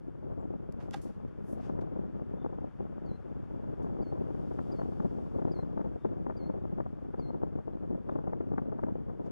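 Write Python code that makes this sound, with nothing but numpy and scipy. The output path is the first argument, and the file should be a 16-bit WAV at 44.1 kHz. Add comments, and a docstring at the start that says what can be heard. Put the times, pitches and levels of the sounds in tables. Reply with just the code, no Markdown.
"""Killdeer chick in gusty wind.

A chick whistles raspy, falling peeps on open gravelly grass; the ground scatters a thin tail.
Gusts buffet the two ports of a hand-held microphone: turbulence rumbles, vortices thump and pop.
Early on, fingers rub the housing and knock its modes into ringing. Other small birds call far off
over an outdoor wash, and a soft hiss swells and fades."""
import sys
import numpy as np
from scipy import signal
from scipy.fft import rfft, irfft, next_fast_len
from scipy.io import wavfile

SR = 44100
rng = np.random.default_rng(int(sys.argv[2]) if len(sys.argv) > 2 else 0)


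def file_out(sig):
    """Save sig as 16-bit WAV at sys.argv[1]."""
    # one column per channel
    cols = np.atleast_2d(sig).T
    # limit, then scale
    lim = np.clip(cols, -1, 1)
    pcm = np.round(lim * 32767).astype(np.int16)
    wavfile.write(sys.argv[1], SR, pcm)


N = 410571
TIME = np.arange(N) / SR


def from_db(db):
    """Decibels to gain."""
    return 10 ** (np.asarray(db) / 20)


def unit_rms(x):
    """Scale to rms 1."""
    return x / np.sqrt(np.mean(x ** 2) + 1e-20)


def curve(rows):
    """Interpolate (t/s, value) rows at every sample."""
    return np.interp(TIME, *np.transpose(rows))


def panned(pan_db):
    """Stereo gains, left over right by pan_db."""
    return from_db(np.array([[pan_db], [-pan_db]]) / 2)


def drift(rate_hz):
    """Random wander below rate_hz, rms 1."""
    hop, settle = 20, 2000
    pole = np.exp(-2 * np.pi * rate_hz * hop / SR)
    white = rng.standard_normal(N // hop + settle + 2)
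    slow = signal.lfilter([1], [1, -2 * pole, pole * pole], white)[settle:]
    return np.interp(np.arange(N) / hop, np.arange(len(slow)), unit_rms(slow))


def noise(spectrum, tilt_db_oct=0, size=N):
    """Two independent shaped noises, rms 1, falling 24 dB/oct beyond the spectrum's ends."""
    hz, level_db = np.transpose(spectrum)
    padded = next_fast_len(size)
    octave = np.log2(np.maximum(np.fft.rfftfreq(padded, 1 / SR), 1))
    inside = np.clip(octave, np.log2(hz[0]), np.log2(hz[-1]))
    shape_db = np.interp(octave, np.log2(hz), level_db) + tilt_db_oct * inside - 24 * abs(octave - inside)
    white = rfft(rng.standard_normal((2, padded)))
    return unit_rms(irfft(white * from_db(shape_db), padded)[:, :size])


def low_pass(x, hz, order=2):
    """Butterworth low-pass."""
    return signal.sosfilt(signal.butter(order, hz, fs=SR, output="sos"), x)


def add(out, start_s, sound):
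    """Mix a sound in from start_s."""
    at = max(round(start_s * SR), 0)
    out[..., at:at + sound.shape[-1]] += sound[..., :max(N - at, 0)]


# wash spectrum: f/Hz, relative density/dB
AIR_SPECTRUM = [(100, 6.5), (400, -1.5), (800, -3.5), (1400, -5), (2100, -17.5), (3450, -24.5), (4000, -33),
                (7000, -37.5)]
# wash swell: t/s, gain/dB
AIR_GAIN = [(0, -2), (1.4, 1), (3.5, 1.5), (5.5, 0.5), (9.3, -1.5)]


def outdoor_air(base_db=-66, correlation=0.29, pan_db=6):
    """A far wash, mostly from the left, slowly swells and fades."""
    mid, side = from_db(base_db) * noise(AIR_SPECTRUM)
    wash = np.sqrt(1 + correlation) * mid + np.sqrt(1 - correlation) * np.array([side, -side])
    return wash * panned(pan_db) * from_db(curve(AIR_GAIN))


# microphone noise floor: f/Hz, relative density/dB
FLOOR_SPECTRUM = [(1000, -33), (4500, 8.5), (7000, 0.5), (10000, 5), (12000, -5.5), (14000, -18)]


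def self_noise(level_db=-92):
    """The microphone's own steady hiss."""
    return from_db(level_db) * noise(FLOOR_SPECTRUM)


# wind strength at the ports: t/s, level/dB
GUST_LEVEL = [(0, -42.5), (0.42, -38), (1.17, -42.5), (1.8, -34.5), (2.25, -39), (2.75, -40), (3.4, -40.5),
              (3.95, -34.5), (5.25, -35.5), (5.45, -33.5), (5.65, -34.5), (6.3, -34), (7.05, -38),
              (7.4, -37), (7.85, -36), (8.25, -36), (8.85, -35), (9.3, -37)]
# brief drops in the wind: t/s, depth/dB
GUST_LULLS = [(.14, 3), (1.0, 1), (2.72, 12.5), (6, 9.5), (7.0, 3.5), (7.63, 7), (8.02, 8)]


def gusts(lull_sigma_s=0.022):
    """Wind strength in dB: a gust every second or two, cut by short lulls."""
    lulls_db = sum(depth_db * np.exp(-.5 * ((TIME - s) / lull_sigma_s) ** 2) for s, depth_db in GUST_LULLS)
    return curve(GUST_LEVEL) - lulls_db


def random_eddies(gust_db, per_s=14, over_gust_db=7, scatter_db=4.5,
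                  centre_hz=346, oct_per_db=-0.0239, scatter_oct=0.23):
    """Uneven eddies, harder and deeper in stronger gusts. Rows: t/s, level/dB, f/Hz."""
    late, strength, pitch = rng.uniform(-1, 1, (300, 3)).T
    s = (np.arange(len(late)) + 1 + late) / per_s
    local_db = np.interp(s, TIME, gust_db)
    peak_db = local_db + over_gust_db + scatter_db * strength
    hz = centre_hz * 2 ** (oct_per_db * (local_db - gust_db.mean()) + scatter_oct * pitch)
    return np.transpose([s, peak_db, hz])[s < TIME[-1]]


# wind rumble: f/Hz, relative density/dB
TURBULENCE_SPECTRUM = [(25, -3.5), (50, 2), (120, 3), (190, 3), (330, -1.5), (520, -9), (750, -18),
                       (1000, -27), (1400, -38), (1750, -46.5), (2300, -57.5), (3000, -63.5)]


def turbulence(gust_db, eddies, gain_db=-1.8, surge_share=0.35, rise_s=0.0035, fall_s=0.0085):
    """Rumble in each port: as the flow surges, small fast eddies grow most; each size sputters alone."""
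    mean_db = gust_db.mean()
    flutter_db = 4 * np.minimum(drift(rate_hz=55), 1.5)
    lumps_db = 1.44 * np.minimum(drift(rate_hz=11), 1.5)
    flow_db = gust_db - mean_db + flutter_db + lumps_db
    for s, peak_db, _ in eddies:
        near = slice(max(round((s - .04) * SR), 0), round((s + .04) * SR))
        t = TIME[near] - s
        surge = np.exp(-.5 * (t / np.where(t < 0, rise_s, fall_s)) ** 2)
        crest_db = gust_db[near] + surge_share * (peak_db - gust_db[near])
        flow_db[near] += surge * (crest_db - mean_db - flow_db[near])
    rest, out = noise(TURBULENCE_SPECTRUM), 0
    for k, edge_hz in enumerate([90, 220, 500, 1100, 8000]):
        band = low_pass(low_pass(rest, edge_hz)[:, ::-1], edge_hz)[:, ::-1]  # zero phase
        rest = rest - band
        sensitivity = 0.4167 + 0.345 * k
        sputter_db = 3 * np.minimum(drift(rate_hz=70), 1.5)
        out = out + band * from_db(sensitivity * flow_db + sputter_db)
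    return from_db(mean_db + gain_db) * out


def vortex(t, hz):
    """One pull and one push of height 1, with its energy around hz."""
    x = np.pi * hz * t
    swing = x / (1 + x ** 2) ** 3
    return swing / swing.max()


def buffets(eddies, gain_db=-4, flank_db=-7, spacing_s=0.003602):
    """A vortex passes the windward port, with a weaker one just ahead and another behind."""
    out, t = np.zeros(N), np.arange(-SR // 50, SR // 50) / SR
    for (s, peak_db, hz), draws in zip(eddies, rng.uniform(-0.933, 1, (len(eddies), 3, 3))):
        for place, (polarity, late, pitch) in zip((-1, 0, 1), draws):
            delay_s = place * spacing_s * (1 + late / 2)
            swing = np.sign(polarity) * vortex(t - delay_s, hz * 10 ** (0.15 * pitch * place))
            add(out, s + t[0], from_db(peak_db + gain_db + flank_db * abs(place)) * swing)
    return out


# hardest eddies at the port: t/s, level/dB, centre f/Hz
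HARD_EDDIES = [(0.084, -23.5, 225), (.271, -28, 280), (0.334, -31, 364), (0.379, -22, 240),
               (.405, -28.5, 333), (.454, -27, 265), (0.506, -25, 340), (.54, -26.5, 308),
               (0.691, -23, 260), (.885, -25.5, 380), (1.058, -24, 317), (1.25, -22.5, 210),
               (1.533, -22.5, 258), (1.555, -31, 278), (1.601, -25, 360), (1.699, -18, 380),
               (1.79, -24.5, 304), (1.963, -22, 363), (1.994, -24.5, 337), (2.34, -22, 298),
               (2.448, -18.5, 410), (2.463, -17.5, 432), (2.531, -25, 408), (2.587, -22, 368),
               (2.645, -18.5, 262), (2.807, -20.5, 348), (2.854, -27.5, 289), (3.094, -32, 204),
               (3.116, -22.5, 293), (3.266, -37, 306), (3.58, -29, 234), (3.846, -22, 400),
               (3.931, -27, 340), (4.008, -18.5, 288), (4.126, -20.5, 304), (4.178, -26.5, 390),
               (4.306, -22.5, 310), (4.397, -26.5, 324), (4.427, -31, 338), (4.515, -22.5, 396),
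               (4.592, -18.5, 464), (4.798, -20, 427), (4.818, -22, 520), (4.859, -22, 250),
               (4.888, -23.5, 261), (5.003, -19, 434), (5.032, -26, 320), (5.051, -13, 250),
               (5.363, -19.5, 232), (5.392, -22, 369), (5.422, -17, 310), (5.453, -13.5, 322),
               (5.478, -17, 286), (5.593, -18.5, 353), (5.776, -18.5, 443), (5.796, -16, 280),
               (5.812, -19.5, 258), (5.861, -22.5, 368), (5.959, -22.5, 223), (6.053, -11, 324),
               (6.117, -23, 241), (6.267, -18.5, 490), (6.3, -18, 490), (6.5, -16, 390),
               (6.543, -22.5, 313), (6.654, -21.5, 406), (6.786, -20, 420), (6.803, -16.5, 388),
               (6.864, -23, 417), (7.144, -21.5, 400), (7.197, -21, 402), (7.306, -20, 359),
               (7.347, -23.5, 400), (7.419, -24, 350), (7.435, -14, 375), (7.589, -22, 370),
               (7.68, -19, 323), (7.912, -19, 295), (7.954, -23, 308), (8.095, -16.5, 475),
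               (8.124, -23, 324), (8.16, -15, 342), (8.189, -21.5, 438), (8.243, -21.5, 338),
               (8.277, -16.5, 337), (8.334, -18.5, 505), (8.408, -18, 330), (8.519, -19, 350),
               (8.539, -21, 440), (8.582, -16, 500), (8.591, -22.5, 527), (8.725, -23.5, 410),
               (8.793, -20, 466), (8.836, -13, 312), (8.888, -23.5, 375), (9.099, -28, 445)]


def wind(lee_db=-8, cross_gain=0.73, cross_hz=1300):
    """Each channel subtracts the dulled other port, so wind comes out in opposite phase."""
    gust_db = gusts()
    eddies = np.vstack([random_eddies(gust_db), HARD_EDDIES])
    ports = turbulence(gust_db, eddies) * from_db([[0], [lee_db]])
    ports[0] += buffets(eddies) + pops()
    return ports - cross_gain * low_pass(ports[::-1], cross_hz, order=1)


# distant calls: t/s, length/s, first f/Hz, last f/Hz, level/dB
FAR_CALLS = [(0.385, 0.057, 8000, 6970, -91), (2.365, 0.12, 3520, 3540, -86), (5.98, 0.12, 3600, 3540, -88),
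             (7.722, .04, 4130, 4030, -93), (8.085, 0.014, 3180, 3830, -88),
             (8.102, 0.012, 3200, 3750, -84), (8.122, .012, 3700, 4000, -91)]


def far_birds(shimmer_db=5, waver=0.0089, pan_db=5):
    """Thin gliding whistles that waver in pitch and level."""
    out = np.zeros(N)
    for s, length_s, first_hz, last_hz, level_db in FAR_CALLS:
        progress = np.linspace(0, 1, round(length_s * SR))
        hz = last_hz + (first_hz - last_hz) * (1 - progress) ** 1.1
        hz *= 1 + waver * drift(rate_hz=120)[:len(hz)]
        whistle = np.sqrt(2) * np.sin(2 * np.pi * np.cumsum(hz) / SR)
        add(out, s, from_db(level_db) * np.sin(np.pi * progress) * whistle)
    return out * from_db(shimmer_db * drift(rate_hz=50)) * panned(pan_db)


def ground_scatter(x, tail_db, t60_s, echo_s=0.051, echo_db=-24):
    """The ground adds one faint echo and a thin tail."""
    t = TIME[:SR // 2]
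    response = rng.standard_normal((2, len(t))) * from_db(-60 * t / t60_s)
    response *= from_db(tail_db) / np.sqrt(np.sum(response[0] ** 2))
    response[:, round(echo_s * SR)] += from_db(echo_db)
    return x + signal.fftconvolve(x, response, axes=1)[:, :N]


# finger ticks and slides, and one sharp wind snap at 8.84 s:
# t/s, level/dB, rise/s, decay/s, tilt/(dB/oct), L-R/dB
RUBS_AND_SNAP = [(.724, -64, .0012, 0.0017, 5, -10), (.806, -53.5, 0.0068, 0.043, -7, -3.5),
                 (.825, -80, .012, .04, 7, -3), (0.91, -49.5, 0.00026, 0.0018, -0.5, -8),
                 (.934, -54, .002, 0.013, -3.5, -7), (.944, -47, 0.008, 0.0032, -1, -3),
                 (0.959, -55.5, 0.0075, 0.03, -2.5, -4.5), (1.016, -63, 0.0011, 0.038, 7, 1),
                 (1.07, -66, 0.022, 0.073, -3.5, 4), (1.283, -78, .006, .009, 1, 0),
                 (1.494, -73, 0.035, 0.04, 10, 4), (1.528, -71.5, 0.025, 0.023, 12, 6),
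                 (1.655, -58, 0.057, 0.041, -5, 6), (1.813, -54.5, 0.003, 0.009, -5.5, 3),
                 (3.827, -72.5, 0.0044, 0.026, 0, -3), (8.125, -74, .02, .025, -3, 0),
                 (8.8378, -44, .0004, .0007, -7.5, 5), (9.264, -65, 0.017, .02, -4, -4)]
# skin on plastic, also used for the snap: f/Hz, relative density/dB
BURST_SPECTRUM = [(500, 6.5), (1200, 5.5), (3000, -0.5), (6000, -1.5), (11000, -9), (14000, -20)]


def rubs_and_snap(grain_db=1):
    """Grainy noise bursts: fingers stick and slip on the housing, and one small eddy snaps."""
    out, t = np.zeros((2, N)), np.arange(-SR // 5, SR // 4) / SR
    for s, peak_db, rise_s, decay_s, tilt_db_oct, pan_db in RUBS_AND_SNAP:
        swell = np.exp(np.minimum(t / rise_s, -t / decay_s))
        burst = noise(BURST_SPECTRUM, tilt_db_oct, size=len(t))
        add(out, s + t[0], from_db(peak_db) * swell * panned(pan_db) * burst)
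    return out * from_db(grain_db * drift(rate_hz=300))


# housing modes: f/Hz, relative level/dB, t60/s
HOUSING_MODES = [(515, -11, .075), (800, 0, .04), (1395, -13, .025), (1610, -10, .03), (1960, -16, .03),
                 (2710, -19, .024), (3430, -18, .035), (3710, -17, .033), (4480, -28, .02),
                 (5070, -29, .02), (5820, -25, .02)]


def knock(at_s=.9425, level_db=-34, pan_db=-4, scrape_s=.003, lag_cycles=2.2, grit_db=3, jitter_rad=0.43):
    """A finger scrapes up to a soft blow: high modes chatter first, low ones swell last and ring on."""
    out, t = np.zeros(N), np.arange(-SR // 25, SR // 5) / SR
    main_hz = HOUSING_MODES[1][0]
    for hz, mode_db, t60_s in HOUSING_MODES:
        since_s = t - lag_cycles / hz
        spread = np.sqrt(hz / main_hz)
        swell = np.exp(np.minimum(since_s, 0) / (scrape_s * spread))
        grit, slip = drift(rate_hz=600)[:2 * len(t)].reshape(2, -1)
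        ring_db = level_db + mode_db - 60 * np.maximum(since_s, 0) / t60_s + grit_db * np.minimum(grit, 1)
        ring = np.sin(2 * np.pi * hz * t + jitter_rad * spread * slip)
        add(out, at_s + t[0], swell * from_db(ring_db) * ring)
    return out * panned(pan_db)


# pops at the port: t/s, level/dB
PORT_POPS = [(1.792, -37), (2.463, -41), (4.592, -36), (4.818, -43), (5.002, -35), (5.422, -38),
             (5.453, -43), (5.482, -37.5), (5.596, -40), (5.776, -45), (5.794, -47), (5.813, -37.5),
             (6.055, -38), (6.266, -41), (6.302, -41), (6.309, -36), (6.783, -43.5), (6.807, -34),
             (7.196, -49), (7.587, -46), (8.094, -46), (8.333, -41), (8.409, -39), (8.519, -45),
             (8.539, -47), (8.582, -30), (8.592, -48), (8.724, -46), (8.793, -47), (8.837, -30)]


def pops(gain_db=3, centre_hz=850, dull_hz=1650, gap_s=0.0016, loss_db=6, count=3):
    """Flow tears off a port's edge: a tiny fast vortex, then weaker ones, all dulled by the port."""
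    out, t = np.zeros(N), np.arange(-SR // 100, SR // 100) / SR
    for (s, peak_db), draws in zip(PORT_POPS, rng.uniform(-0.91, 1, (len(PORT_POPS), count, 2))):
        for k, (polarity, late) in enumerate(draws):
            delay_s = k * gap_s * (1 + late / 2)
            swing = np.sign(polarity) * vortex(t, centre_hz)
            add(out, s + t[0] + delay_s, from_db(peak_db - loss_db * k) * swing)
    return from_db(gain_db) * low_pass(out, dull_hz, order=3)


# hiss envelope: t/s, level/dB
HISS_SWELL = [(0, -104), (2.8, -100), (3.3, -88.5), (4.05, -83.5), (4.35, -78.5), (4.65, -74.5),
              (5.0, -76.5), (5.5, -80.5), (6.1, -88.5), (9.3, -100)]
# hiss spectrum: f/Hz, relative density/dB
HISS_SPECTRUM = [(1300, 1.5), (2200, 6), (3300, 6.5), (4000, 2.5), (5000, 2.5), (7000, -1.5), (10000, -6),
                 (12000, -12), (14000, -26)]


def swelling_hiss(gain_db=-1):
    """A soft high hiss rises to a peak midway and fades."""
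    return from_db(curve(HISS_SWELL) + gain_db) * noise(HISS_SPECTRUM)


# peeps: t/s, length/s, crest f/Hz, held f/Hz, last f/Hz, crest level/dB, held level/dB,
# voice break length/s, L-R/dB, overtone tilt/(dB/oct)
CHICK_PEEPS = [(3.054, .122, 4620, 4030, 4220, -78.5, -77, .004, 9, 1),
               (4.014, .108, 4710, 4310, 4430, -74, -78, .012, 3, 5),
               (4.711, .112, 4900, 4350, 4480, -64.5, -76, .028, 2, 1),
               (5.511, .119, 4940, 4170, 4060, -64.5, -73, .02, 7, -1),
               (6.362, .131, 4800, 4210, 4430, -69.5, -75.5, .008, 7, -2),
               (7.186, .126, 4740, 4160, 4330, -73, -76, .006, 11, -2)]
# partials around the whistle: pitch ratio, level re held note/dB, boost at crest/dB
CHICK_PARTIALS = [(.5, -9, 0), (1.25, -40, 21), (1.5, -24, 8), (2, -27, 7), (2.5, -43, 14), (3, -37, 3)]


def chick(crest_s=.011, sink_s=0.023, accent_s=.024, fade_s=0.019, break_db=7,
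          flick=0.12, waver=0.0033, rasp=0.25, shimmer_db=1, flicker_db=4):
    """Each peep flicks up to a loud raspy crest, breaks as it sinks to a held note and bends at the end."""
    out = np.zeros((2, N))
    wander, shimmer, grit = drift(rate_hz=150), drift(rate_hz=60), drift(rate_hz=700)
    flickers = [drift(rate_hz=60) for _ in CHICK_PARTIALS]
    for s, length_s, crest_hz, held_hz, last_hz, crest_db, held_db, break_s, pan_db, tilt in CHICK_PEEPS:
        at = slice(round(s * SR), round((s + length_s) * SR))
        t = TIME[at] - TIME[at][0]
        sinking = np.exp(-(np.maximum(t - crest_s, 0) / sink_s) ** 1.4)
        hz = held_hz + (crest_hz - held_hz) * sinking + (last_hz - held_hz) * (t / length_s) ** 5
        hz *= 1 - flick * np.maximum(1 - t / crest_s, 0) ** 2
        hz *= 1 + waver * wander[at]
        phase = 2 * np.pi * np.cumsum(hz) / SR
        accent = np.exp(-(t / accent_s) ** 8)
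        broken = np.exp(-(t / (accent_s + break_s)) ** 8) - accent
        # the throat favours the main whistle
        voice = np.sin(phase) * from_db((crest_db - held_db) * accent - break_db * broken)
        voice *= 1 + rasp * (accent + broken) * grit[at]
        for (ratio, level_db, boost_db), flicker in zip(CHICK_PARTIALS, flickers):
            partial_db = level_db + tilt * np.log2(max(ratio, 1)) + boost_db * accent
            voice += from_db(partial_db + flicker_db * np.minimum(flicker[at], 1)) * np.sin(ratio * phase)
        ramp = np.clip(np.minimum(t / crest_s, (length_s - t) / fade_s), 0, 1)
        envelope = np.sin(np.pi / 2 * ramp) ** 2 * from_db(held_db + shimmer_db * shimmer[at])
        out[:, at] += np.sqrt(2) * voice * envelope * panned(pan_db)
    return out


def scene():
    """Birds out in the field, handling and wind at the microphone; distance adds scatter."""
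    birds = ground_scatter(chick(), tail_db=-17, t60_s=.6)
    birds += ground_scatter(far_birds(), tail_db=-5, t60_s=.5)
    return birds + rubs_and_snap() + knock() + outdoor_air() + swelling_hiss() + self_noise() + wind()


# dips in the microphone's response: f/Hz, Q
MIC_NOTCHES = [(3940, 22), (7950, 35)]


def record(dry, cutoff_hz=14500):
    """The microphone has two narrow dips and a steep top cut."""
    for hz, q in MIC_NOTCHES:
        dry = signal.lfilter(*signal.iirnotch(hz, q, fs=SR), dry)
    return signal.sosfilt(signal.ellip(10, .1, 80, cutoff_hz, fs=SR, output="sos"), dry)


dry = scene()
out = record(dry)
file_out(out)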